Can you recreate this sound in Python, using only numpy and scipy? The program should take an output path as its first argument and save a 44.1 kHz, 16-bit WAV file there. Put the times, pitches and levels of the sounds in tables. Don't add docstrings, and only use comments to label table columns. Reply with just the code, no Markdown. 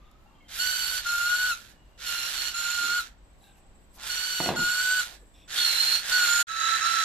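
import sys
import numpy as np
from scipy import signal
from scipy.fft import rfft, irfft, next_fast_len
from scipy.io import wavfile
from scipy.ndimage import uniform_filter1d

SR = 44100
rng = np.random.default_rng(int(sys.argv[2]) if len(sys.argv) > 2 else 0)


def digitize_waveform(pressure):
    field = np.atleast_2d(pressure).T
    bounded = np.clip(field, -1, 1)
    quanta = np.round(bounded * 32767).astype(np.int16)
    wavfile.write(sys.argv[1], SR, quanta)


def ratio(d):
    e = np.asarray(d, float) / 20
    return 10 ** e


N = 310464
TIME = np.arange(N) / SR

# f/Hz, level per Hz/dB
STREET = [(50, -33.5), (85, -7), (473, -22.5), (537, -20.5), (741, -22), (1090, -23.5), (1320, -29),
          (1440, -27.5), (4120, -35), (5450, -40.5), (7680, -40.5), (8550, -66), (14300, -51)]
STREET_DB = -61
# f/Hz, correlation/1
LIKENESS = [(60, -0.17), (230, 0.94), (910, 0.21), (3570, -0.52), (14000, -0.03)]
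HUM_HZ, HUM_WIDTH_HZ = 49, 18
HUM_DB, WIND_DB, SELF_NOISE_DB = -61, -60.5, -75.5
# t/s, level/dB
INSECT = [(0, -105), (.3, -85), (1.8, -80), (3.2, -77), (3.6, -70), (3.9, -74.5), (5.3, -68.5),
          (7.04, -84.5)]
# t/s, length/s, start f/Hz, end f/Hz, level/dB
BIRDS = [
    (0, 0.33, 1175, 1373, -70),
    (0.239, 0.14, 796, 884, -68.5),
    (.26, 0.44, 2770, 2720, -76.5),
    (.3, 0.14, 1125, 1180, -71),
    (0.338, 0.27, 3180, 3120, -72.5),
    (0.404, 0.1, 2200, 2060, -69),
    (1.75, 0.325, 2900, 2800, -77.5),
    (3.43, 0.15, 1630, 1550, -74),
    (3.402, 0.42, 789, 817, -72.5),
]
# t/s, length/s, start f/Hz, end f/Hz, level/dB
HOARSE_BIRDS = [
    (0, 0.17, 3450, 3700, -75.5),
    (0.031, 0.083, 2730, 2800, -74),
    (3.41, 0.13, 3940, 3630, -67),
    (3.42, 0.22, 2730, 2730, -72),
    (5.34, 0.15, 3540, 3470, -65),
    (5.349, 0.19, 2600, 2590, -69.5),
    (5.34, .13, 5520, 5510, -73),
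]
# t/s, length/s, start f/Hz, end f/Hz,
# level/dB
SHUFFLES = [
    (2.8, 0.181, 280, 140, -60.5),
    (2.826, 0.14, 330, 450, -57),
    (5.211, 0.045, 600, 320, -58.5),
    (4.52, 0.1977, 270, 100, -43),
]
# t/s, level/dB, length/s
TICKS = [
    (0.115, -50, 0.0014),
    (1.698, -50.5, 0.0083),
    (3.007, -30, 0.012),
    (3.456, -54.5, 0.036),
    (3.58, -56, 0.02),
    (3.96, -43.5, 0.015),
    (5.391, -61, 0.055),
]

# on t/s, off t/s, chassis level/dB, deck mode level/dB, hiss level/dB
POWERED = [
    (0.48, 0.979, -42, -42, -41),
    (0.984, 1.508, -43, -45.5, -44.5),
    (1.975, 2.482, -42, -40.5, -44.5),
    (2.499, 2.982, -42, -45, -47),
    (3.971, 4.475, -43, -42.5, -45.5),
    (4.524, 5.021, -41, -43.5, -44.5),
    (5.477, 5.965, -37.5, -35, -39.5),
    (5.998, 6.429, -36.5, -32, -40),
    (6.397, 6.802, -40.5, -26, -50),
    (6.759, 7.04, -39.5, -28.5, -48),
]
KICK_S, KICK_DB, SPIN_UP_S, SPIN_UP_DB = 0.031, 16, 0.074, 8
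COAST_DB, COAST_S, HALT_DB_PER_S = 24.5, 0.099, 291
HALTS = [1.1, 1.715, 2.6, 3.07, 4.62, 5.15, 6.1, 6.5, 6.9, 7.2]
HISS_SPIN_UP, HISS_COAST = 1.82, 1.098
DECK_SPIN_UP, DECK_COAST = 0.83, 0.58
CAR_PAN_DB, PAN_SPIN_UP, PAN_COAST = -1.5, 0.2, -0.2
PICK_UP_S, PICK_UP_DB = 0.22, 12
# engage t/s, let go t/s, first order level/dB, third order level/dB, fifth order level/dB
LOADED = [(.585, .997, -36.5, -32.5, -37), (1.049, 1.521, -27.5, -38, -38.5), (2.051, 2.288, -41, -38, -43),
          (2.33, 2.49, -44.5, -35, -42.5), (2.532, 2.995, -31, -36.5, -36.5),
          (4.09, 4.484, -39.5, -33.5, -39), (4.556, 5.009, -27, -35, -35),
          (5.562, 5.965, -49, -24.5, -42.5), (6.109, 6.43, -25, -30.5, -30),
          (6.477, 6.763, -27.5, -29, -38.5), (6.806, 7.041, -28.5, -31.5, -38.5)]
# first order level/dB, third level/dB, fifth level/dB
TURNING = [(-5.5, -7, -10), (3, 6, 3.5), (-2, 0, -9), (9, 6, 6), (11, -1, -1.5), (2, 1, 0.5), (3, 1.5, 0),
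           (-16, 1.5, -2), (-1.5, -10.5, 9), (-1, 0, -5), (-2, -1.5, 1)]
ENGAGE_S = 0.015
LET_GO_DB_PER_S = [
    [898],
    [380],
    [479],
]
# t/s, mesh f/Hz
SPEED = [
    [(.585, 1440), (.621, 1484), (.997, 1495)],
    [(1.058, 1406), (1.232, 1410), (1.362, 1459), (1.482, 1482), (1.52, 1402)],
    [(2.04, 1475), (2.074, 1414), (2.284, 1402)],
    [(2.33, 1463), (2.466, 1418), (2.505, 1447)],
    [(2.53, 1382), (2.712, 1427), (2.864, 1403), (2.974, 1442)],
    [(4.085, 1445), (4.271, 1503), (4.47, 1447)],
    [(4.562, 1442), (4.626, 1432), (4.84, 1488), (4.97, 1497), (5.01, 1446)],
    [(5.562, 1451), (5.768, 1377), (5.796, 1396), (5.995, 1426)],
    [(6.105, 1438), (6.137, 1489), (6.279, 1412), (6.43, 1413)],
    [(6.47, 1325), (6.785, 1332)],
    [(6.808, 1309), (6.882, 1349), (7.04, 1315)],
]
# speed spread/%, first order of the other motors relative to the loudest, level/dB
UNEVEN = [(.9, -4), (.7, -15), (1.1, -3), (1.1, -3), (.6, -15), (.95, -3), (.6, -14), (1.3, -2), (.75, -14),
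          (.9, -10), (1.1, -8)]
# t/s, time constant/s
RUN_DOWN = [
    (1.51, 0.6),
    (2.985, 0.24),
    (4.482, 0.4),
    (5.008, 0.24),
]
# first order L-R level/dB, minor orders level/dB
FACING = [(0, 2), (1.5, 3.5), (-2, 6.5), (-0.5, 2), (-1.5, 2), (4, 2.5), (-1, 1.5), (5, -7.5), (-1, -1),
          (-16, -4.5), (-18, -3)]
# order/1, relative level/dB
WITH_THIRD = [(2, -9), (4, -13.5)]
# order/1, relative level/dB
WITH_FIFTH = [(6, -17), (7, -21), (8, -14), (9, -22)]
# f/Hz, level per Hz/dB
CHASSIS = [(250, -32), (600, -16.5), (1220, -11.5), (1430, 4.5), (1620, -8), (2200, -5), (3000, -3),
           (3700, -0.5), (4300, -2.5), (5000, -5.5), (6300, -7.5), (7500, -6.5), (8600, -11.5), (9400, -37)]
# f/Hz, level per Hz/dB
HISS = [(7500, -26), (8400, 5), (9900, -6.5), (12000, -6), (14200, -14.5), (14600, -59)]
DECK_HZ, DECK_WIDTH_HZ = 1680, 450
# t/s, length/s, start f/Hz, end f/Hz, level/dB
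SQUEAL = [
    (2.98, .055, 4200, 3700, -43),
    (5.562, 0.1, 3600, 3420, -30.5),
    (6.52, 0.18, 3700, 5780, -48),
    (6.81, 0.38, 5300, 5800, -43),
    (6.56, .48, 6750, 6450, -43),
    (3.96, 0.24, 890, 1110, -59),
    (5.06, 0.12, 854, 603, -55.5),
]
# t/s, share/1
GRAZING = [(0, 0.97), (3.5, 0.67), (4.0, 0.57), (6.0, 0.54), (6.2, 0.76), (6.43, 0.34), (6.47, 0.2),
           (7.04, 0.25)]
# f/Hz, level/dB
FLOOR_NOTCH = [(20, 0), (8100, 0), (8400, -15), (9000, -20), (9550, -15), (9850, 0)]
# f/Hz, phase/rad
MIC_LEAD = [(0, 0), (3190, 0.5353), (8960, 3.5), (10700, 9), (11900, 8), (14100, -1.5)]
# f/Hz, L-R level/dB
MIC_TILT = [(1500, 1), (2500, -2.5), (4300, -4.5), (6500, -8), (9000, -2.5), (12500, -6.5)]
PORCH_T60_S, PORCH_DB = .24, -12
# t/s, peak level/dB
BUMPS = [
    (4.403, -17.5),
    (4.431, -43),
    (4.461, -19),
    (4.49, -16),
    (4.5, -32.5),
    (4.516, -30),
    (4.539, -31),
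    (4.589, -31),
]
# f/Hz, level/dB, T60/s
CHAIR = [(112.2, -22, 0.25), (205.8, -4, 0.25), (298.9, -9.5, 0.065), (356, -4.5, 0.14), (420, -7, 0.046),
         (497, -6, 0.051), (563, -9, 0.032), (654, 5.5, 0.014), (710, -0.5, 0.025), (900, 4, 0.015),
         (950, -1, 0.018), (1170, 1, 0.014), (1550, 2.5, 0.011), (1960, 6, 0.011), (2600, 2, 0.011),
         (3340, -2, .008)]
# f/Hz, level/dB
MIC = [(20, 2.5), (60, 0), (110, -3.5), (220, 0), (14300, 0.5), (14420, -50)]
CUT_S, RESUME_S, FADE_S = 6.43, 6.469, 0.022


def rms_one(x):
    return x / np.sqrt(np.mean(x ** 2) + 1e-20)


def in_time(tables):
    return np.interp(TIME, *np.transpose(np.concatenate(tables)))


def per_burst(rows):
    burst = np.searchsorted([row[0] for row in LOADED], TIME, side="right") - 1
    return np.array(rows)[np.clip(burst, 0, None)].T


def short_of(since, length):
    return np.clip(1 - since / length, 0, 1)


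def at_hz(points, hz):
    table_hz, values = np.transpose(points)
    return np.interp(np.log(hz + 1), np.log(table_hz), values)


def shaped(x, points, as_gain=ratio):
    size = next_fast_len(N + 8192)
    gain = as_gain(at_hz(points, np.fft.rfftfreq(size, 1 / SR)))
    return irfft(rfft(x, size) * gain, size)[..., :N]


def banded(x, order, hz, kind):
    return signal.sosfilt(signal.butter(order, hz, kind, fs=SR, output="sos"), x)


def drift(rate):
    r = np.exp(-16 * np.pi * rate / SR)
    noise = rng.standard_normal(N // 8 + 4002)
    slow = signal.lfilter([1], [1, -2 * r, r * r], noise)[4000:]
    return np.interp(np.arange(N) / 8, np.arange(len(slow)), rms_one(slow))


def pair(alike):
    shared, left, right = rng.standard_normal((3, N))
    alike = np.clip(alike, 0, 1)
    return np.sqrt(alike) * shared + np.sqrt(1 - alike) * np.array([left, right])


def panned(x, pan_db):
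    gains = ratio(np.array([pan_db, -pan_db]) / 2)
    return x * gains / gains.mean(axis=0)


def street():
    shared, left, right = shaped(rng.standard_normal((3, N)), STREET)
    alike = shaped(shared, LIKENESS, lambda c: np.sqrt(np.clip(c, 0, 1)))
    apart = shaped(np.array([left, right]), LIKENESS, lambda c: np.sqrt(1 - np.clip(c, 0, 1)))
    return ratio(STREET_DB + 1.23 + 0.19 * drift(0.28)) * rms_one(alike + apart)


def hum():
    wavering = 0.76 + 0.76 * drift(HUM_WIDTH_HZ)
    drone = ratio(HUM_DB) * wavering * np.sin(2 * np.pi * HUM_HZ * TIME) * np.sqrt(2)
    wind = ratio(WIND_DB + 1.2 * drift(1.7)) * rms_one(banded(pair(0.61), 2, [14, 60], "band"))
    sheltered_db = -6 * (TIME > CUT_S)
    return ratio(sheltered_db) * (drone + wind)


def self_noise():
    return ratio(SELF_NOISE_DB + 2.4 * drift(6.6)) * banded(pair(.1), 2, 9000, "high")


def insects():
    band = banded(pair(0.16), 2, [7550, 8100], "band")
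    level_db = np.interp(TIME, *np.transpose(INSECT)) + 2.7 * drift(29)
    return ratio(level_db) * rms_one(band)


def hoarse_notes(notes, hoarse_hz):
    out = np.zeros((2, N))
    for s, length, start_hz, end_hz, level_db in notes:
        along = np.clip((TIME - s) / length, 0, 1)
        phase = 2 * np.pi * np.cumsum(start_hz + (end_hz - start_hz) * along) / SR
        port_phase = np.array([[0], [rng.uniform(-1.1, .6)]])
        note = (40 / hoarse_hz + drift(hoarse_hz)) * np.sin(phase + port_phase)
        envelope = np.sin(np.pi * along ** 0.5) ** .5 * (along < 1)
        out += ratio(level_db + 4.0) * envelope * note
    return out


def scuffs():
    envelope = sum(ratio(db) * np.exp(-.5 * ((TIME - s) / length) ** 2) for s, db, length in TICKS)
    return envelope * 0.32 * banded(pair(0.28), 1, 2500, "high")


def power():
    on, off, chassis_db, deck_db, hiss_db = np.transpose(POWERED)[..., None]
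    kick = KICK_DB * short_of(TIME - on, KICK_S) + 200 * (TIME < on)
    rise = SPIN_UP_DB * short_of(TIME - on - KICK_S, SPIN_UP_S)
    coast = COAST_DB * (1 - np.exp(-np.clip(TIME - off, 0, None) / COAST_S))
    coast = coast + HALT_DB_PER_S * np.clip(TIME - np.array(HALTS)[:, None], 0, None)
    chassis = chassis_db - kick - rise - coast
    deck = deck_db - kick - DECK_SPIN_UP * rise - DECK_COAST * coast
    hiss = hiss_db - kick - HISS_SPIN_UP * rise - HISS_COAST * coast
    pan = CAR_PAN_DB + PAN_SPIN_UP * rise + PAN_COAST * np.minimum(coast, 30)
    run = chassis.argmax(axis=0)
    levels = [layer[run, np.arange(N)] for layer in (chassis, deck, hiss, pan)]
    return uniform_filter1d(levels, size=120)


def load():
    on, off, *levels_db = per_burst(LOADED)
    along = np.clip((TIME - on) / (off - on), 0, 1) - .5
    engage_db = 20 * np.log10(1.0001 - short_of(TIME - on, ENGAGE_S))
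    let_go_db = np.array(LET_GO_DB_PER_S) * np.clip(TIME - off, 0, None)
    levels_db = np.array(levels_db) + per_burst(TURNING) * along + engage_db - let_go_db
    return uniform_filter1d(levels_db, size=100)


def motors(mesh_hz):
    slowing = sum((TIME - s) / lag * (TIME > s) * (TIME < s + .08) for s, lag in RUN_DOWN)
    spread = per_burst(UNEVEN)[0] / 100 + .3 * slowing
    phases = []
    for k in range(4):
        wander = (k > 0) * 1.6 * drift(4) + (.4 + .1 * k) * drift(70)
        speed = mesh_hz * np.exp(-slowing * (.9 + .2 * k)) * (1 + spread * wander)
        phases.append(2 * np.pi * np.cumsum(speed) / SR)
    return phases


def order(phases, multiple, others_db, roughness):
    out = np.zeros((2, N))
    mean_power = (1 + 3 * ratio(others_db) ** 2) * (1 + roughness ** 2)
    for k, phase in enumerate(phases):
        size = ratio(others_db * (k > 0)) * (1 + roughness * drift(130))
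        size = size * (1 + .15 * np.cos(phase / 10 + rng.uniform(0, 6)))
        offset = rng.normal(0, 0.6) * np.sqrt(multiple)
        out += size * np.sin(multiple * phase + rng.uniform(0, 6.17) + np.array([[offset], [-offset]]))
    return out * np.sqrt(2 / mean_power)


def whine(phases, first_db, third_db, fifth_db, pan_db):
    first_pan_db, minor_db = per_burst(FACING)
    first = ratio(first_db - .6) * order(phases, 1, per_burst(UNEVEN)[1], roughness=.18)
    upper = ratio(third_db - 2) * order(phases, 3, -5, roughness=.5)
    upper += ratio(fifth_db - 2.5) * order(phases, 5, -4, roughness=.8)
    for led_db, orders in [(third_db, WITH_THIRD), (fifth_db, WITH_FIFTH)]:
        for multiple, db in orders:
            upper += ratio(led_db + minor_db + db) * order(phases, multiple, -3, roughness=.9)
    return panned(first, first_pan_db) + panned(upper, pan_db)


def rattle(phases, chassis_db, deck_db, hiss_db, pan_db):
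    turn = 1 + .2 * np.cos(phases[0] / 10) + .3 * np.cos(phases[1])
    teeth = turn * ratio(1.8 * drift(250) + .5 * drift(12))
    w, r = 2 * np.pi * DECK_HZ / SR, np.exp(-np.pi * DECK_WIDTH_HZ / SR)
    deck = teeth * pair(0.36)
    for _ in range(2):
        deck = signal.lfilter([1, 0, -1], [1, -2 * r * np.cos(w), r * r], deck)
    deck = ratio(deck_db - 6.0) * rms_one(deck)
    chassis = ratio(chassis_db + 6.5) * rms_one(shaped(teeth * pair(0.55), CHASSIS))
    hiss = ratio(hiss_db + 5.6) * rms_one(shaped(np.sqrt(teeth) * pair(0.57), HISS))
    wheels = rms_one(banded(pair(1.0), 2, [280, 1050], "band"))
    wheels_db = deck_db - 22.0 - 10.0 * (TIME > CUT_S)
    return ratio(wheels_db) * wheels + panned(chassis + hiss + deck, pan_db)


def along_floor(x):
    share = np.clip(np.interp(TIME, *np.transpose(GRAZING)), 0, 1)
    return share * shaped(x, FLOOR_NOTCH) + (1 - share) * x


def at_ports(x):
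    left = shaped(x[0], MIC_LEAD, lambda phase: np.exp(.5j * phase))
    right = shaped(x[1], MIC_LEAD, lambda phase: np.exp(-.5j * phase))
    left = shaped(left, MIC_TILT, lambda db: ratio(db / 2))
    right = shaped(right, MIC_TILT, lambda db: ratio(-db / 2))
    return np.array([left, right])


def porch(x):
    size = next_fast_len(N + SR)
    hz = np.fft.rfftfreq(size, 1 / SR)
    out, spectrum = np.zeros((2, N)), rfft(x.mean(axis=0), size)
    for side, lags in enumerate(rng.uniform(.012, .04, (2, 6))):
        response = 0
        for lag in lags:
            loop = ratio(-60 * lag / PORCH_T60_S * (1 + hz / 8000)) * np.exp(-2j * np.pi * hz * lag)
            response = response + loop / (1 - loop)
        out[side] = irfft(spectrum * response, size)[:N]
    return out


def chair():
    times, peaks_db = np.transpose(BUMPS)
    at, out = (times * SR).astype(int), np.zeros(N)
    strengths = rng.normal(0, 2.5, (len(at), len(CHAIR)))
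    shudder = rng.standard_normal(N)
    for k, (hz, level_db, t60) in enumerate(CHAIR):
        clicks = np.full(N, 1e-18)
        clicks[at] = ratio(peaks_db + level_db - 14.5 + strengths[:, k])
        clicks += 0.032 * shudder * signal.lfilter([1], [1, -ratio(-60 / (.25 * SR))], clicks)
        r, w = ratio(-60 / (t60 * SR)), 2 * np.pi * hz / SR
        out += signal.lfilter([0, np.sin(w)], [1, -2 * r * np.cos(w), r * r], clicks)
    return banded(out, 2, 90, "high")


def scene():
    chassis_db, deck_db, hiss_db, pan_db = power()
    phases = motors(in_time(SPEED))
    car = whine(phases, *load(), pan_db) + rattle(phases, chassis_db, deck_db, hiss_db, pan_db)
    pick_up_db = -PICK_UP_DB * short_of(TIME - RESUME_S, PICK_UP_S) * (TIME > CUT_S)
    squeals = panned(hoarse_notes(SQUEAL, 290), pan_db)
    near = at_ports(along_floor(car * ratio(pick_up_db) + squeals)) + chair()
    far = hoarse_notes(BIRDS, 55) + hoarse_notes(HOARSE_BIRDS, 240) + hoarse_notes(SHUFFLES, 114)
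    return near + ratio(PORCH_DB) * porch(near) + street() + hum() + insects() + far + scuffs()


def band_limit(x):
    return signal.sosfilt(signal.butter(12, 14380, fs=SR, output="sos"), x)


def record(dry):
    before = np.clip((CUT_S - TIME) / .012, 0, 1)
    after = np.clip((TIME - RESUME_S) / FADE_S, 0, 1) ** .5
    mix = (shaped(dry, MIC) + self_noise()) * (before + after)
    return band_limit(mix)


dry = scene()
out = record(dry)
digitize_waveform(out)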